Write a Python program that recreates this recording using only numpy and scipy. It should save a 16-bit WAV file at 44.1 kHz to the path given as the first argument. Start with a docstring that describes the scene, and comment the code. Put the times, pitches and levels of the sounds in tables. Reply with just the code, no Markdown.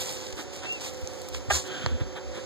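"""An outdoor pen of chicken wire, where a tom turkey struts. He gives one sharp spit (pulses ring his
throat's resonances, then escaping air hisses) over a low drum, and drags his wing tips on the dirt.
Around him are friction sounds (rustles, scuffs), small impacts (ticks, taps), a faint whistle, a soft
low note, a wash of air and the hum of a distant machine. All is heard through a hand-held pair of
microphones that thump now and then."""
import sys
import numpy as np
from scipy import signal
from scipy.fft import rfft, irfft
from scipy.io import wavfile

SR = 44100
rng = np.random.default_rng(int(sys.argv[2]) if len(sys.argv) > 2 else 0)


def bounce(signal):
    """Save signal as a 16-bit WAV file at the path given by the first command-line argument."""
    frames = np.transpose(np.atleast_2d(signal))
    limited = np.clip(frames, -1, 1)
    pcm = np.round(limited * 32767).astype(np.int16)
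    wavfile.write(sys.argv[1], SR, pcm)


N = 108397
T = np.arange(N) / SR
HZ = np.fft.rfftfreq(2 * N, 1 / SR)


def amp(db):
    """Amplitude ratio: 20 dB to a factor of ten."""
    return 10 ** (np.asarray(db) / 20)


def read(points):
    """Interpolation of a table over log frequency, at every bin."""
    f, value = np.transpose(points)
    return np.interp(np.log(HZ + 1), np.log(f + 1), value)


def colour(x, spectrum):
    """Minimum-phase filtering: unit white noise takes on the given spectral density."""
    log_gain = np.log(amp(read(spectrum)) * np.sqrt(SR / 2))
    cepstrum = irfft(log_gain)
    cepstrum[1:N] *= 2
    cepstrum[N + 1:] = 0
    return irfft(rfft(x, 2 * N) * np.exp(rfft(cepstrum)))[..., :N]


def noise():
    """Gaussian white noise of unit variance."""
    return rng.standard_normal(N)


def twin_noise(apart=0.3):
    """Partial coherence: an extended source gives nearly the same noise at both microphones."""
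    return (noise() + apart * np.array([noise(), noise()])) / np.hypot(1, apart)


def wander(rate_hz):
    """Random modulation: low-passed noise of unit variance."""
    x = irfft(rfft(noise(), 2 * N) * np.exp(-(HZ / rate_hz) ** 2))[:N]
    return x / x.std()


def phasor_wander(rate_hz):
    """Complex modulation: amplitude and phase both drift."""
    return wander(rate_hz) + 1j * wander(rate_hz)


def envelope(start, rise, hold, fall):
    """Linear attack, hold and exponential decay, in seconds."""
    return np.clip((T - start) / rise, 0, 1) * np.exp(-np.maximum(T - start - rise - hold, 0) / fall)


def swell(centre, width):
    """Gaussian envelope, in seconds."""
    return np.exp(-.5 * ((T - centre) / width) ** 2)


def tone_burst(time_s, width_s, hz, db):
    """Wave packet: a sinusoid under a Gaussian envelope."""
    return amp(db) * swell(time_s, width_s) * np.cos(2 * np.pi * hz * (T - time_s))


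def resonate(x, hz, bandwidth):
    """Damped resonance with unit gain at its peak."""
    r = np.exp(-np.pi * bandwidth / SR)
    return 2 * signal.lfilter([1 - r], [1, -r * np.exp(2j * np.pi * hz / SR)], x + 1e-18).real


def friction(strokes, spectrum, grain_db=2):
    """Sliding friction: grainy noise whose strokes add in power."""
    level = np.sqrt(sum((amp(db) * swell(s, width)) ** 2 for s, width, db in strokes))
    return colour(twin_noise() * level * amp(grain_db * wander(rate_hz=400)), spectrum)


def strikes(rows, ring_db, snap_db):
    """Impact excitation: each strike is an impulse and a decaying random rattle."""
    out = noise() * amp(ring_db) * sum(amp(db) * envelope(s, 1 / SR, 0, ring) for s, db, ring in rows)
    for s, db, _ in rows:
        out[round(s * SR)] += amp(db + snap_db)
    return out


def off_axis(x, lead_s, pan_db):
    """Time and level differences give direction; positive values favour the left microphone."""
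    half_lead = np.exp(1j * np.pi * HZ * lead_s)
    pair = irfft(rfft(x, 2 * N) * np.array([half_lead, 1 / half_lead]))[:, :N]
    return pair * amp([[pan_db / 2], [-pan_db / 2]])


# Inequality between the microphones (frequency [Hz], share [0-1])
SHADOW = [(60, 0.5), (150, 0.52), (350, 0.3), (700, 0.42), (1400, 1), (3000, 0.73), (15000, 0.98)]

def shaded(x, side):
    """Acoustic shadow: the housing screens one microphone, most in the treble; side > 0 favours left."""
    share = side * read(SHADOW)
    return irfft(rfft(x, 2 * N) * np.array([1 + share, 1 - share]))[:, :N]


# Outdoor wash (frequency [Hz], density [dB/Hz])
AIR_SPECTRUM = [(20, -95), (45, -67.5), (68, -65.5), (110, -68.5), (190, -78.5), (330, -71.5), (480, -73.5),
                (660, -79.5), (820, -77.5), (1100, -81), (2400, -86), (4000, -88), (7000, -87.5),
                (8300, -101.5), (10000, -109), (15000, -110)]
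# Its likeness at the two microphones (frequency [Hz], correlation [0-1])
AIR_CORRELATION = [(100, .93), (350, 0.88), (700, 0.61), (1500, 0.81), (12000, 0.6)]

def air(swell_db=0.5):
    """Ambient field: common and independent noise mix to a partly coherent wash."""
    same = read(AIR_CORRELATION)
    shared, left, right = rfft(np.array([noise(), noise(), noise()]), 2 * N)
    wash = irfft(np.sqrt(same) * shared + np.sqrt(1 - same) * np.array([left, right]))[:, :N]
    return colour(wash * amp(swell_db * wander(rate_hz=22)), AIR_SPECTRUM)


def tone(hz, waver):
    """Line broadening: a tone of unit power wavers slowly."""
    drift = 1 + waver * phasor_wander(rate_hz=4.6)
    return np.sqrt(2 / (1 + 2 * waver ** 2)) * (drift * np.exp(2j * np.pi * hz * T)).real


# The machine's lesser tones (frequency [Hz], level [dB])
HUM_LINES = [(293, -59), (376, -53), (467, -60.5), (540.5, -58.5), (563.6, -54), (727, -59.5),
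             (751.8, -55.5)]
# Course of its main tone (time [s], level [dB])
DRONE_LEVEL = [(0, -43.5), (.2, -42.5), (.42, -57.5), (.8, -54.5), (.9, -46), (1.12, -42.5), (1.35, -49),
               (1.55, -51), (1.75, -50), (2.0, -48), (2.25, -46), (2.46, -43.5)]
HUM_LEAD_S, HUM_PAN_DB = -0.00013, -4.5

def hum(drone_hz=514.4):
    """Line spectrum of a distant machine; the main tone flutters, and comes and goes."""
    flutter = 0.27 * phasor_wander(rate_hz=29.6)
    drone = tone(drone_hz, waver=0.2) + (flutter * np.exp(2j * np.pi * drone_hz * T)).real
    drone *= amp(np.interp(T, *np.transpose(DRONE_LEVEL)))
    lines = sum(amp(db) * tone(hz, waver=0.45) for hz, db in HUM_LINES)
    return off_axis(drone + lines, HUM_LEAD_S, HUM_PAN_DB)


# Bumps on the microphones (time [s], width [s], frequency [Hz], level [dB])
MIC_BUMPS = [(.012, 0.011, 65, -38.5), (.34, 0.011, 68, -37), (1.036, 0.0088, 70.5, -29.5),
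             (1.36, 0.04, 66.6, -34.5), (1.49, 0.0063, 99, -27), (1.846, 0.0044, 141, -27.5),
             (1.866, 0.0071, 114, -25.5), (1.888, 0.018, 78, -31), (1.926, .0095, 76, -23.5),
             (1.952, 0.01, 78.6, -21.5), (2.018, 0.0064, 115, -23), (2.031, 0.012, 85, -27.5),
             (2.07, .017, 55.2, -33), (2.289, 0.032, 65.6, -34)]

def thumps(rumble_db=-12.5):
    """Low-frequency transients: handling or puffs of air bump the microphones, with a little rumble."""
    level = sum(amp(db) * swell(s, width) for s, width, _, db in MIC_BUMPS)
    rumble = amp(rumble_db) * wander(rate_hz=310) * level
    return shaded(rumble + sum(tone_burst(*row) for row in MIC_BUMPS), -1.15)


# Dry brushing (time [s], width [s], body gain [dB], fizz gain [dB])
RUSTLE_STROKES = [(.014, .014, 3.5, 4), (.089, 0.059, -1, -1.5), (.22, 0.073, -6.5, -13),
                  (0.269, 0.0023, -2.5, -15), (.287, 0.0027, -5, -15), (.304, .002, -5, -14),
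                  (0.328, .003, -3.5, -14), (.4, 0.03, -6.5, -9), (.536, 0.0053, -4, -12),
                  (.562, 0.022, -7, -12), (.66, 0.14, -10, -34), (.815, 0.0069, -4, -7),
                  (.861, .028, 0, -4), (1.09, 0.29, -14.5, -17.5), (1.356, 0.022, -4, -12),
                  (1.67, .011, -8, -11), (2.4, .078, -13.5, -36)]
# Its body and its fizz (frequency [Hz], density [dB/Hz])
RUSTLE_SPECTRUM = [(400, -86), (800, -74.5), (1500, -83), (2300, -76), (4000, -74), (5500, -75),
                   (7000, -74), (8400, -82.5), (10000, -93), (15000, -115)]
FIZZ_SPECTRUM = [(4000, -110), (8000, -73), (10500, -93.5), (12500, -82), (15000, -89.5)]

def rustles():
    """Friction noise in two bands: dry brushing with a finer fizz on top."""
    body = friction([(s, width, db) for s, width, db, _ in RUSTLE_STROKES], RUSTLE_SPECTRUM)
    fizz = friction([(s, width, db) for s, width, _, db in RUSTLE_STROKES], FIZZ_SPECTRUM)
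    return body + fizz


# Strokes on dirt (time [s], width [s], grit gain [dB], note frequency [Hz], note level [dB])
SCUFF_STROKES = [(.395, .015, 3.5, 345, -43.5), (0.648, .015, 4.5, 406, -44), (2.012, .011, 2, 337, -43.5),
                 (2.173, 0.013, 4, 870, -42), (2.371, 0.021, 1, 344, -40)]
# Their grit (frequency [Hz], density [dB/Hz])
SCUFF_SPECTRUM = [(100, -89), (380, -69.5), (650, -78), (1000, -77), (1550, -73.5), (2400, -81.5),
                  (3700, -79), (5000, -100), (8000, -100), (15000, -115)]

def scuffs(bandwidth_hz=77):
    """Friction on dirt, each stroke with a hollow note from a noise-driven resonance."""
    notes = sum(amp(db) * resonate(noise() * swell(s, width), hz, bandwidth_hz)
                for s, width, _, hz, db in SCUFF_STROKES)
    grit = friction([row[:3] for row in SCUFF_STROKES], SCUFF_SPECTRUM)
    return grit + notes * np.sqrt(SR / (np.pi * bandwidth_hz))


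# Fine impacts (time [s], body gain [dB], edge gain [dB])
TICK_STRIKES = [(.563, -12, 1), (0.724, 2.5, 0), (.731, -5, -4), (0.936, -4, -2), (.946, -2, -9),
                (1.014, -4, -1.5), (1.074, 6.5, -3), (1.135, -2, -3), (1.218, -0.5, 0), (1.287, 2, 7),
                (1.29, -6, 2)]
# Their body and their fizzy edge (frequency [Hz], density [dB/Hz])
TICK_SPECTRUM = [(1000, -100), (4000, -74.5), (7000, -65.5), (9500, -80), (15000, -100)]
EDGE_SPECTRUM = [(4000, -100), (8500, -77.5), (12500, -81), (15000, -83)]

def ticks(decay_s=0.00085):
    """Very brief impacts have broad spectra, here weighted to the treble."""
    body = strikes([(s, db, decay_s) for s, db, _ in TICK_STRIKES], ring_db=0, snap_db=3)
    edge = strikes([(s, db, decay_s) for s, _, db in TICK_STRIKES], ring_db=0, snap_db=3)
    return colour(body, TICK_SPECTRUM) + colour(edge, EDGE_SPECTRUM)


# Pitch contour (time [s], frequency [Hz])
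WHISTLE_PITCH = [(.6, 2640), (.66, 2660), (.7, 2720), (.735, 2780), (.765, 2650), (.81, 2440)]

def whistle(level_db=-29, roughness=0.29):
    """Frequency glide: a faint, thin tone climbs a little and drops away."""
    cycles = np.cumsum(np.interp(T, *np.transpose(WHISTLE_PITCH))) / SR
    fuzz = 1 + roughness * phasor_wander(rate_hz=80)
    return amp(level_db) * swell(centre=0.717, width=0.034) * (fuzz * np.exp(2j * np.pi * cycles)).real


# Sharp impacts (time [s], body gain [dB], snap gain [dB], decay time [s])
TAP_STRIKES = [(1.3472, -9.5, -6, 0.0032), (1.8621, 2, -2, 0.002)]
# Their body and their snap (frequency [Hz], density [dB/Hz])
TAP_SPECTRUM = [(100, -64), (600, -50), (1200, -46), (2200, -55), (3500, -61), (8000, -92)]
SNAP_SPECTRUM = [(800, -86), (2500, -50.5), (4400, -53), (6500, -61.5), (9500, -82), (15000, -92)]

def taps():
    """Heavily damped impacts: two taps, each a dull body and a bright snap."""
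    body = strikes([(s, db, ring) for s, db, _, ring in TAP_STRIKES], ring_db=-8.5, snap_db=12)
    snap = strikes([(s, db, ring) for s, _, db, ring in TAP_STRIKES], ring_db=-8.5, snap_db=12)
    return colour(body, TAP_SPECTRUM) + colour(snap, SNAP_SPECTRUM)


# Throat resonances; those near 1.7 kHz last longest as the beak opens
# (frequency [Hz], bandwidth [Hz], density [dB/Hz], hold [s])
FORMANTS = [(372, 31, -56, .005), (644, 74, -43, 0.0048), (827, 104, -44.5, 0.0057), (987, 73, -49, 0.0067),
            (1215, 200, -49.5, 0.0067), (1643, 110, -49.5, 0.015), (1836, 93, -48.5, .011),
            (2400, 290, -54.5, 0.0079), (2880, 450, -56.5, 0.0071), (3470, 170, -60, 0.0055)]
# Escaping air (frequency [Hz], density [dB/Hz])
HISS_SPECTRUM = [(200, -64.5), (600, -71.5), (1100, -66), (1500, -68.5), (2500, -69), (4000, -64.5),
                 (5500, -65.5), (7200, -59.5), (8400, -70), (9800, -78.5), (15000, -83)]

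def spit(start_s=1.501, pulse_hz=401.8, roughness=0.42, rise_s=0.0027, fall_s=0.0062):
    """Source and filter: a few rough pulses ring the throat, then the air escapes as a hiss."""
    cycles = np.maximum(T - start_s, 0) * pulse_hz
    onsets = np.flatnonzero(np.diff(np.ceil(cycles))) + 1
    pulses = np.zeros(N)
    pulses[onsets] = np.sqrt(SR / pulse_hz)
    pulses[onsets[1::2]] *= 0.19  # strong and weak pulses alternate
    drive = np.sqrt(SR / 2) * (pulses + roughness * noise())
    buzz = np.zeros(N)
    for k, (hz, bandwidth, db, hold) in enumerate(FORMANTS):
        gate = envelope(start_s - rise_s / 2, rise_s, hold, fall_s)
        buzz += (-1) ** k * amp(db) * resonate(drive * gate, hz, bandwidth)
    breath = twin_noise() * amp(wander(rate_hz=120))
    hiss = colour(breath * envelope(start=1.4913, rise=0.045, hold=0.027, fall=0.035), HISS_SPECTRUM)
    return shaded(buzz, 1) + shaded(hiss, -1.12)


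def drum():
    """A low-frequency wave packet: the turkey's deep drum, under the spit."""
    boom = tone_burst(time_s=1.547, width_s=0.023, hz=74.5, db=-15.5)
    return off_axis(boom, lead_s=0.00014, pan_db=0.6)


# Wing tips on the ground (frequency [Hz], density [dB/Hz])
DRAG_SPECTRUM = [(300, -70), (1050, -79.5), (1500, -68.5), (2200, -80), (3200, -70), (3900, -79),
                 (5200, -85.5), (7000, -82), (9500, -102), (15000, -104)]

def wing_drag(grain_db=0.51):
    """Sliding friction: stiff feathers brush the dirt."""
    brushing = twin_noise() * amp(grain_db * wander(rate_hz=200))
    return colour(brushing * envelope(start=1.616, rise=0.1, hold=0.12, fall=0.1), DRAG_SPECTRUM)


def low_note():
    """A narrow-band burst: one soft note swells from the direction of the hum."""
    note = tone_burst(time_s=1.705, width_s=0.028, hz=373, db=-40)
    return off_axis(note, HUM_LEAD_S, HUM_PAN_DB)


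def pen(x, t60_s=0.083, echoes_per_s=2000, echo_db=-14):
    """Early reflections: the ground, posts and door scatter sparse, fast-decaying echoes."""
    t = T[:SR // 3]
    response = rng.standard_normal((2, len(t))) * amp(-60 * t / t60_s)
    response *= rng.random((2, len(t))) < echoes_per_s / SR
    response /= np.linalg.norm(response, axis=1, keepdims=True)
    return x + amp(echo_db) * signal.fftconvolve(x.mean(0)[None], response, axes=1)[:, :N]


def scene():
    """Superposition: the turkey and the small sounds of the pen, over hum and air."""
    left = shaded(wing_drag() + scuffs() + whistle(), 0.9)
    right = shaded(ticks() + taps() + rustles(), -1.12)
    return pen(spit() + left + right) + drum() + thumps() + hum() + low_note() + shaded(air(), 0.95)


# Channel balance (frequency [Hz], left minus right [dB])
CHANNEL_BALANCE = [(60, -1.6), (400, -2.5), (1300, -2), (2700, -0.5), (4400, -2), (15000, -.4)]

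def record(dry, delay_s=16 / SR, low_cut_hz=21, high_cut_hz=15600):
    """Differential pair: each channel subtracts the other microphone, delayed, to widen the image."""
    mics = rfft(dry, 2 * N)
    half_phase = np.pi * HZ * delay_s
    crossed = mics - mics[::-1] * np.exp(-2j * half_phase)
    loss = 2 * np.hypot(np.sin(half_phase), read(SHADOW) * np.cos(half_phase))
    lean = amp(read(CHANNEL_BALANCE) / 2)
    pair = irfft(crossed / loss * np.array([lean, 1 / lean]))[:, :N]  # dividing restores the bass
    pair = signal.sosfilt(signal.butter(2, low_cut_hz, "high", fs=SR, output="sos"), pair)
    low_pass = signal.firwin(511, high_cut_hz, window=("kaiser", 9), fs=SR)
    return signal.oaconvolve(pair, low_pass[None], "same")


dry = scene()
out = record(dry)
bounce(out)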